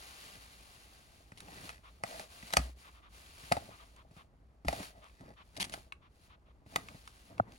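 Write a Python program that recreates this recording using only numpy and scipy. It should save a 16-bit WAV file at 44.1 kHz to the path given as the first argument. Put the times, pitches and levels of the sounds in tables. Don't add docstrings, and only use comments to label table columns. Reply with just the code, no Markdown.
import sys
import numpy as np
from scipy import signal
from scipy.fft import rfft, irfft, next_fast_len
from scipy.io import wavfile
from scipy.ndimage import map_coordinates

SR = 44100
rng = np.random.default_rng(int(sys.argv[2]) if len(sys.argv) > 2 else 0)


def unload_audio(sound):
    columns = np.transpose(np.atleast_2d(sound))
    steps = np.round(np.clip(columns, -1, 1) * 32767)
    wavfile.write(sys.argv[1], SR, steps.astype(np.int16))


N = 334278
TOP_HZ = 16000

# [f/Hz, level/dB]
QUIET_COLOUR = [(20, -13.5), (38, -2.5), (56, 9), (80, -1), (160, -14.5), (330, -19.5), (700, -23.5),
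                (1100, -27), (2000, -36.5), (6000, -45.5), (16000, -62)]
# [f/Hz, t60/s]
ROOM_FADE = [(100, 0.38), (700, 0.2), (4000, 0.15), (14000, .16)]
# [f/Hz, lead/rad]
LEAD = [(20, 0), (380, 0), (700, 1.6), (1100, 1.8), (1450, 3), (2000, 4.4), (2700, 6.3), (3500, 7.3),
        (5000, 7.3), (6000, 6.3), (8300, 3.2), (11000, 0), (13500, -3.1), (16000, -6.3)]
# [f/Hz, level/dB]
TILT = [(200, 0.5), (450, -3.5), (680, 0.5), (900, 5.5), (1300, -1), (2200, 0), (3400, 6), (6000, 0),
        (9000, 0)]
# [f/Hz, likeness 0 to 1]
ALIKE = [(100, 0.93), (700, 0.66), (2200, 0.63), (4000, 0.14), (9000, 1)]

# [t/s, level/dB]
PANTS = [(1.824, -58), (2.825, -57.5), (2.925, -62.5), (3.01, -60.5), (3.687, -58.5), (3.77, -59),
         (3.948, -61.5), (4.151, -59), (5.006, -59), (5.355, -57.5), (6.005, -65.5), (6.28, -62),
         (6.445, -70)]
# [f/Hz, level/dB]
PANT_COLOUR = [(300, -18.5), (850, -5.5), (1200, 4.5), (1550, -5.5), (1950, -6.5), (2500, -7.5),
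               (3600, -9.5), (4800, -22), (10000, -40)]
PANT_S = 0.091

# [t/s, f/Hz, level/dB, t60/s]
THUMPS = [(2.572, 61, -28.5, 0.49), (3.53, 66, -47, 0.35), (4.669, 61.3, -25.5, 0.16)]

# [t/s, length/s, level at the start/dB, change/dB per s]
SLIDES = [(-.05, 0.4, -56.5, -2.5), (0.367, 0.83, -60, -10.5), (1.322, 0.35, -67.5, 31),
          (1.72, .3, -75, -5.5), (2.026, .18, -55.5, 11.5), (2.27, 0.35, -59.5, 9), (2.747, 0.23, -61, -58),
          (3.083, .49, -64.5, 14.5), (3.606, .33, -62.5, -27.5), (4.037, 0.14, -78, 79),
          (4.659, .19, -53, -3), (4.874, .42, -71.5, -17), (5.374, .32, -77.5, 38.5),
          (5.713, 0.12, -53.5, -130), (6.08, .17, -76, 28), (6.649, 0.63, -64.5, -5.5),
          (7.466, 0.097, -68, 5)]
# [f/Hz, level/dB]
SLIDE_COLOUR = [(150, -6), (450, -5), (720, 2), (950, -1.5), (1300, 1.5), (1850, 0), (2600, 0),
                (3500, -2.5), (4400, 0), (5700, -6.5), (8800, -3.5), (12000, -10.5), (16000, -14.5)]
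SLIDE_ATTACK_S, SLIDE_ATTACK_AT_DB, SLIDE_HALVES_DB = 0.05, -59.5, 10
SLIDE_STOP_S, SLIDE_STOP_SHARE = 0.07, 0.3
# [t/s, length/s, level/dB]
SHUFFLES = [(.32, 0.093, -61), (1.33, 0.41, -57), (2.03, 0.28, -60), (2.56, 0.18, -59), (3.45, .33, -57.5),
            (4.63, 0.27, -52.5), (5.18, .17, -55.5), (5.5, .34, -55), (6.66, .36, -57), (7.25, 0.35, -55.5)]
# [f/Hz, level/dB]
JOSTLE_COLOUR = [(40, -9), (100, 2.5), (200, 0.5), (400, -6), (680, -11), (1000, -12), (2000, -19.5),
                 (6000, -54)]
SHUFFLE_TAPER, FIDGET_DB = 0.54, -69

# [t/s, mouth level/dB, bright tick level/dB]
CLICKS = [(1.404, -75, -50.5), (3.963, -71, -63), (4.83, -53, -53), (5.042, -70, -64), (5.097, -66, -81),
          (5.696, -61, -51), (5.9227, -43, -54), (6.886, -49.5, -57), (7.076, -57, -50.5),
          (7.3806, -55.5, -59), (7.5208, -62.5, -62.5)]
# [f/Hz, level/dB, t60/s]
JAW = [(1130, 2.5, 0.029), (2270, 0.5, 0.019), (2640, 10, 0.0083), (3170, 14, 0.0023)]

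# [t/s, level/dB]
POP = (7.398, -22)
# [f/Hz, level/dB, t60/s]
POP_MODES = [(700, 4, 0.0089), (1376, 0, 0.0065), (200, -24, 0.02), (104, -41.5, 0.073)]

# [t/s, length/s, level/dB]
GNAWS = [(.31, .1, -65), (1.47, 0.34, -60), (2.1, 0.14, -59), (2.425, 0.022, -52), (2.58, 0.04, -49),
         (3.42, .046, -59.5), (4.69, 0.184, -60), (5.03, 0.33, -68.5), (5.545, 0.128, -56),
         (6.73, 0.112, -63)]

# [t/s, length/s, level/dB]
RASPS = [(1.373, 0.015, -55.5), (2.525, .014, -42.5), (5.564, 0.015, -46), (5.598, 0.035, -35),
         (5.64, 0.015, -41.5), (5.721, 0.026, -48.5)]
# [f/Hz, level/dB]
RASP_COLOUR = [(100, -18), (190, 5.5), (420, -26.5), (800, 0), (1500, -7), (2000, -1.5), (2900, 0.5),
               (4600, -2.5), (7000, -8), (9200, -3), (12500, -16.5), (16000, -26.5)]
SLIP_HZ, SLIP_UNEVEN = 174, 0.2

# [t/s, length/s, level/dB]
DRAGS = [(1.47, 0.22, -62.5), (2.0, .3, -50), (2.593, 0.13, -62), (3.528, 0.047, -45), (3.67, 0.065, -55.5),
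         (4.70, 0.18, -51.5), (4.85, 0.26, -62), (5.731, 0.05, -53), (7.29, 0.038, -56)]
# [f/Hz, level/dB, t60/s]
DRAG_RING = [(650, -0.5, 0.038), (1240, -15, .03), (1940, -16.5, .04)]

# [f/Hz, level/dB, t60/s]
HOLLOW = [(616.6, 1.5, 0.022), (670.2, 0, 0.038), (783, -4, 0.039)]
# [f/Hz, level/dB, t60/s]
WALL = [(1210, -6, 0.018), (1365, 6, 0.0093), (1760, -10, 0.014), (1939, 1, 0.018), (2543, -2, 0.01)]
# [f/Hz, level/dB, t60/s]
PAD = [(112, 0.5, 0.037), (172, -3, .055), (258.5, -6.5, 0.057)]
# [f/Hz, level/dB]
CRACK_COLOUR = [(400, -17), (1500, 8.5), (2300, -2.5), (4500, -0.5), (6500, -5.5), (8500, 0),
                (11000, -11.5), (16000, -21.5)]

# [t/s, level/dB]
BUMPS = [(1.321, -51.5), (2.431, -50), (2.591, -36), (3.435, -52.5), (4.11, -55.5), (4.165, -52.5),
         (4.648, -40), (4.733, -47), (4.798, -41), (4.978, -57), (5.207, -48), (5.667, -50.5),
         (6.662, -53.5), (6.945, -50.5)]
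BUMP_HOLLOW_DB, BUMP_WALL_DB, BUMP_CRACK_DB, BUMP_T60_S = -10.5, -15, -16, 0.037

# [t/s, hollow level/dB, wall level/dB, crack level/dB]
BLOWS = [(1.319, -61, -53.5, -61), (1.483, -53, -58, -64), (1.6922, -57, -45, -48.5),
         (1.701, -63, -49.5, -53), (2.0361, -37, -35.5, -43), (2.195, -47.5, -46.5, -48.5),
         (2.505, -59.5, -54.5, -52.5), (2.536, -37, -35, -32), (2.5687, -27.5, -29.5, -23),
         (3.5152, -25.5, -44.5, -44.5), (3.521, -30, -32.5, -30), (3.567, -33, -44, -50),
         (4.683, -29.5, -31, -36), (4.727, -34.5, -44.5, -45.5), (5.738, -44, -50.5, -42.5),
         (6.7597, -38, -27.5, -31.5)]
BLOW_THUD_DB = -9
CRACK_T60_S, CRACK_HALVES_DB = 0.011, 13.5


def amp(db):
    return 10 ** (np.asarray(db) / 20)


def unit(x):
    return x / np.sqrt(np.mean(x ** 2) + 1e-20)


def blow_sized(x):
    return x * np.sqrt(SR / 100 / (np.sum(x ** 2) + 1e-20))


def along(points, hz):
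    f, v = np.transpose(points)
    return np.interp(np.log(hz + 1), np.log(f + 1), v)


def wobble(rate):
    knots = rng.standard_normal(int(N * rate / SR) + 4)
    return map_coordinates(knots, [np.arange(N) * rate / SR])


def filtered(x, response):
    n = x.shape[-1]
    m = next_fast_len(n + 8192)
    spectrum = rfft(x, m) * response(np.fft.rfftfreq(m, 1 / SR))
    return irfft(spectrum, m)[..., :n]


def noise(colour, size):
    return unit(filtered(rng.standard_normal(size), lambda hz: amp(along(colour, hz))))


def wide_noise(colour):
    def shares(hz):
        turn = np.arccos(np.clip(along(ALIKE, hz), 0, 1)) / 2
        return amp(along(colour, hz)) * [np.cos(turn), np.sin(turn)]

    mid, side = filtered(rng.standard_normal((2, N)), shares)
    return unit(np.array([mid + side, mid - side]))


def swells(rows, taper):
    out = np.zeros(N)
    for s, length, db in rows:
        add(out, s, amp(db) * signal.windows.tukey(int(length * SR), taper))
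    return out


def grains(rate, grain):
    kicks = (rng.random(N) < rate / SR) * rng.standard_normal(N)
    return unit(signal.fftconvolve(kicks, grain)[:N])


def add(track, s, sound):
    part = track[max(round(s * SR), 0):][:len(sound)]
    part += sound[:len(part)]


def ring(modes, attack, scatter_db, detune):
    t = np.arange(SR // 5) / SR
    hz, db, t60 = np.transpose(modes)[..., None]
    size, pitch = rng.standard_normal((2, len(modes), 1))
    levels = amp(db + scatter_db * size - 60 * t / t60)
    waves = levels * np.sin(2 * np.pi * hz * (1 + detune * pitch) * t)
    return blow_sized(waves.sum(0) * (1 - np.exp(-(t / attack) ** 2)))


def crack(t60, attack):
    t = np.arange(SR // 5) / SR
    burst = noise(CRACK_COLOUR, size=len(t))
    return blow_sized(burst * amp(-60 * t / t60) * (1 - np.exp(-t / attack)))


def strike(thud_db, hollow_db, wall_db, crack_db, t60):
    thud = amp(thud_db) * ring(PAD, attack=0.003, scatter_db=2.5, detune=0.07)
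    hollow = amp(hollow_db) * ring(HOLLOW, attack=0.0034, scatter_db=1.5, detune=0.015)
    wall = amp(wall_db) * ring(WALL, attack=0.0007, scatter_db=2, detune=0.008)
    return thud + hollow + wall + amp(crack_db) * crack(t60, attack=t60 / 12)


def air_column(x, first_hz, echo, fade_hz):
    def round_trip(hz):
        upper = 1 - np.exp(-(hz / (2 * first_hz)) ** 2)
        return np.clip(echo, 0, 0.6) * upper * np.exp(-hz / fade_hz - 2j * np.pi * hz / first_hz)

    return filtered(x, lambda hz: 1 / (1 - round_trip(hz)))


def microphones(x):
    side = np.array([[1], [-1]]) / 2
    return filtered(x, lambda hz: amp(side * along(TILT, hz)) * np.exp(1j * side * along(LEAD, hz)))


def room_hush():
    return amp(-63) * wide_noise(QUIET_COLOUR)


def room_answer(x, early_db, tail_db):
    hz, t, z = signal.stft(rng.standard_normal((2, SR // 2)), SR, nperseg=256)
    fade = amp(-60 * t / along(ROOM_FADE, hz)[:, None])
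    tail = signal.istft(z * fade, SR, nperseg=256)[1]
    t = np.arange(tail.shape[1]) / SR
    early = rng.standard_normal(tail.shape) * np.exp(-t / 0.0054) * (t > 0.001)
    tail = tail * (1 - np.exp(-t / 0.0059))
    early = amp(early_db) * early / np.linalg.norm(early[0])
    tail = amp(tail_db) * tail / np.linalg.norm(tail[0])
    return signal.fftconvolve(x[None], early + tail, axes=1)[:, :N]


def panting():
    puffs = [(s, PANT_S, db) for s, db in PANTS]
    return swells(puffs, taper=0.66) * wide_noise(PANT_COLOUR)


def cushion():
    out, t = np.zeros(N), np.arange(SR // 2) / SR
    for s, hz, db, t60 in THUMPS:
        level = amp(db - 60 * t / t60) * (1 - np.exp(-t / 0.0056))
        add(out, s, level * np.sin(2 * np.pi * hz * t))
    return out


def sliding():
    power = np.zeros(N)
    for s, length, db, db_per_s in SLIDES:
        t = np.arange(N) / SR - s
        attack = SLIDE_ATTACK_S * 0.5 ** ((db - SLIDE_ATTACK_AT_DB) / SLIDE_HALVES_DB)
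        stop = SLIDE_STOP_S + SLIDE_STOP_SHARE * length
        moving = np.clip(t / attack, 0, 1) * np.clip(1 - (t - length) / stop, 0, 1) ** 2
        power += (moving * amp(db + db_per_s * np.clip(t, 0, length))) ** 2
    return np.sqrt(power)


def rubbing():
    grain_db = wobble(25) + 1.5 * wobble(700)
    strength = sliding() + amp(-89)
    hiss = amp(3.5 + grain_db) * strength * wide_noise(SLIDE_COLOUR)
    bump = ring(PAD + HOLLOW, attack=0.002, scatter_db=1, detune=0.02)
    shuffling = amp(2 * wobble(60)) * wide_noise(JOSTLE_COLOUR)
    lumps = shuffling + 0.7 * grains(70, bump)
    weight = np.hypot(swells(SHUFFLES, taper=SHUFFLE_TAPER), amp(FIDGET_DB))
    return hiss + amp(-2.5) * weight * lumps


def teeth():
    out = np.zeros(N)
    for s, db, tick_db in CLICKS:
        mouth = ring(JAW, attack=0.0003, scatter_db=1, detune=0.01)
        tick = crack(t60=0.014, attack=0.00042)
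        add(out, s, amp(db) * mouth + amp(tick_db) * tick)
    return out


def pop():
    out = np.zeros(N)
    s, db = POP
    add(out, s, amp(db) * ring(POP_MODES, attack=0.0056, scatter_db=3.0, detune=0.00436))
    return out


def gnawing():
    wall = ring(WALL, attack=0.0003, scatter_db=1, detune=0.01)
    snap = wall + crack(t60=0.005, attack=0.0002)
    return swells(GNAWS, taper=0.27) * grains(260, snap)


def rasps():
    grip = np.zeros(N)
    for s, length, db in RASPS:
        pace = SLIP_HZ * (1 + SLIP_UNEVEN * wobble(150)[:int(length * SR)])
        slips = amp(-5.5 * np.cos(2 * np.pi * np.cumsum(pace) / SR))
        add(grip, s, amp(db) * unit(slips * signal.windows.tukey(len(pace), 0.25)))
    return grip * wide_noise(RASP_COLOUR)


def drags():
    catch = ring(DRAG_RING, attack=0.0005, scatter_db=0, detune=0)
    return swells(DRAGS, taper=1.0) * grains(600, catch)


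def bumps():
    out = np.zeros(N)
    for s, db in BUMPS:
        add(out, s, amp(db) * strike(0, BUMP_HOLLOW_DB, BUMP_WALL_DB, BUMP_CRACK_DB, BUMP_T60_S))
    return out


def blows():
    out = np.zeros(N)
    for s, hollow_db, wall_db, crack_db in BLOWS:
        t60 = CRACK_T60_S * 0.5 ** ((wall_db - hollow_db) / CRACK_HALVES_DB)
        add(out, s, strike(hollow_db + BLOW_THUD_DB, hollow_db, wall_db, crack_db, t60))
        add(out, s - 0.005, amp(crack_db - 22) * crack(t60=0.033, attack=0.0038))
    return out


def scene():
    friction = air_column(rubbing(), first_hz=395, echo=0.2, fade_hz=13900)
    on_tube = gnawing() + rasps() + drags() + bumps() + blows()
    contacts = air_column(on_tube, first_hz=414, echo=0.23, fade_hz=12000) + teeth()
    near = microphones(panting() + cushion() + friction + pop() + contacts)
    radiated = filtered(contacts.mean(0), lambda hz: hz ** 2 / (hz ** 2 + 250 ** 2))
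    return room_hush() + room_answer(radiated, early_db=-10.5, tail_db=-16.5) + near


def record(dry):
    return filtered(dry, lambda hz: hz < TOP_HZ)


dry = scene()
out = record(dry)
unload_audio(out)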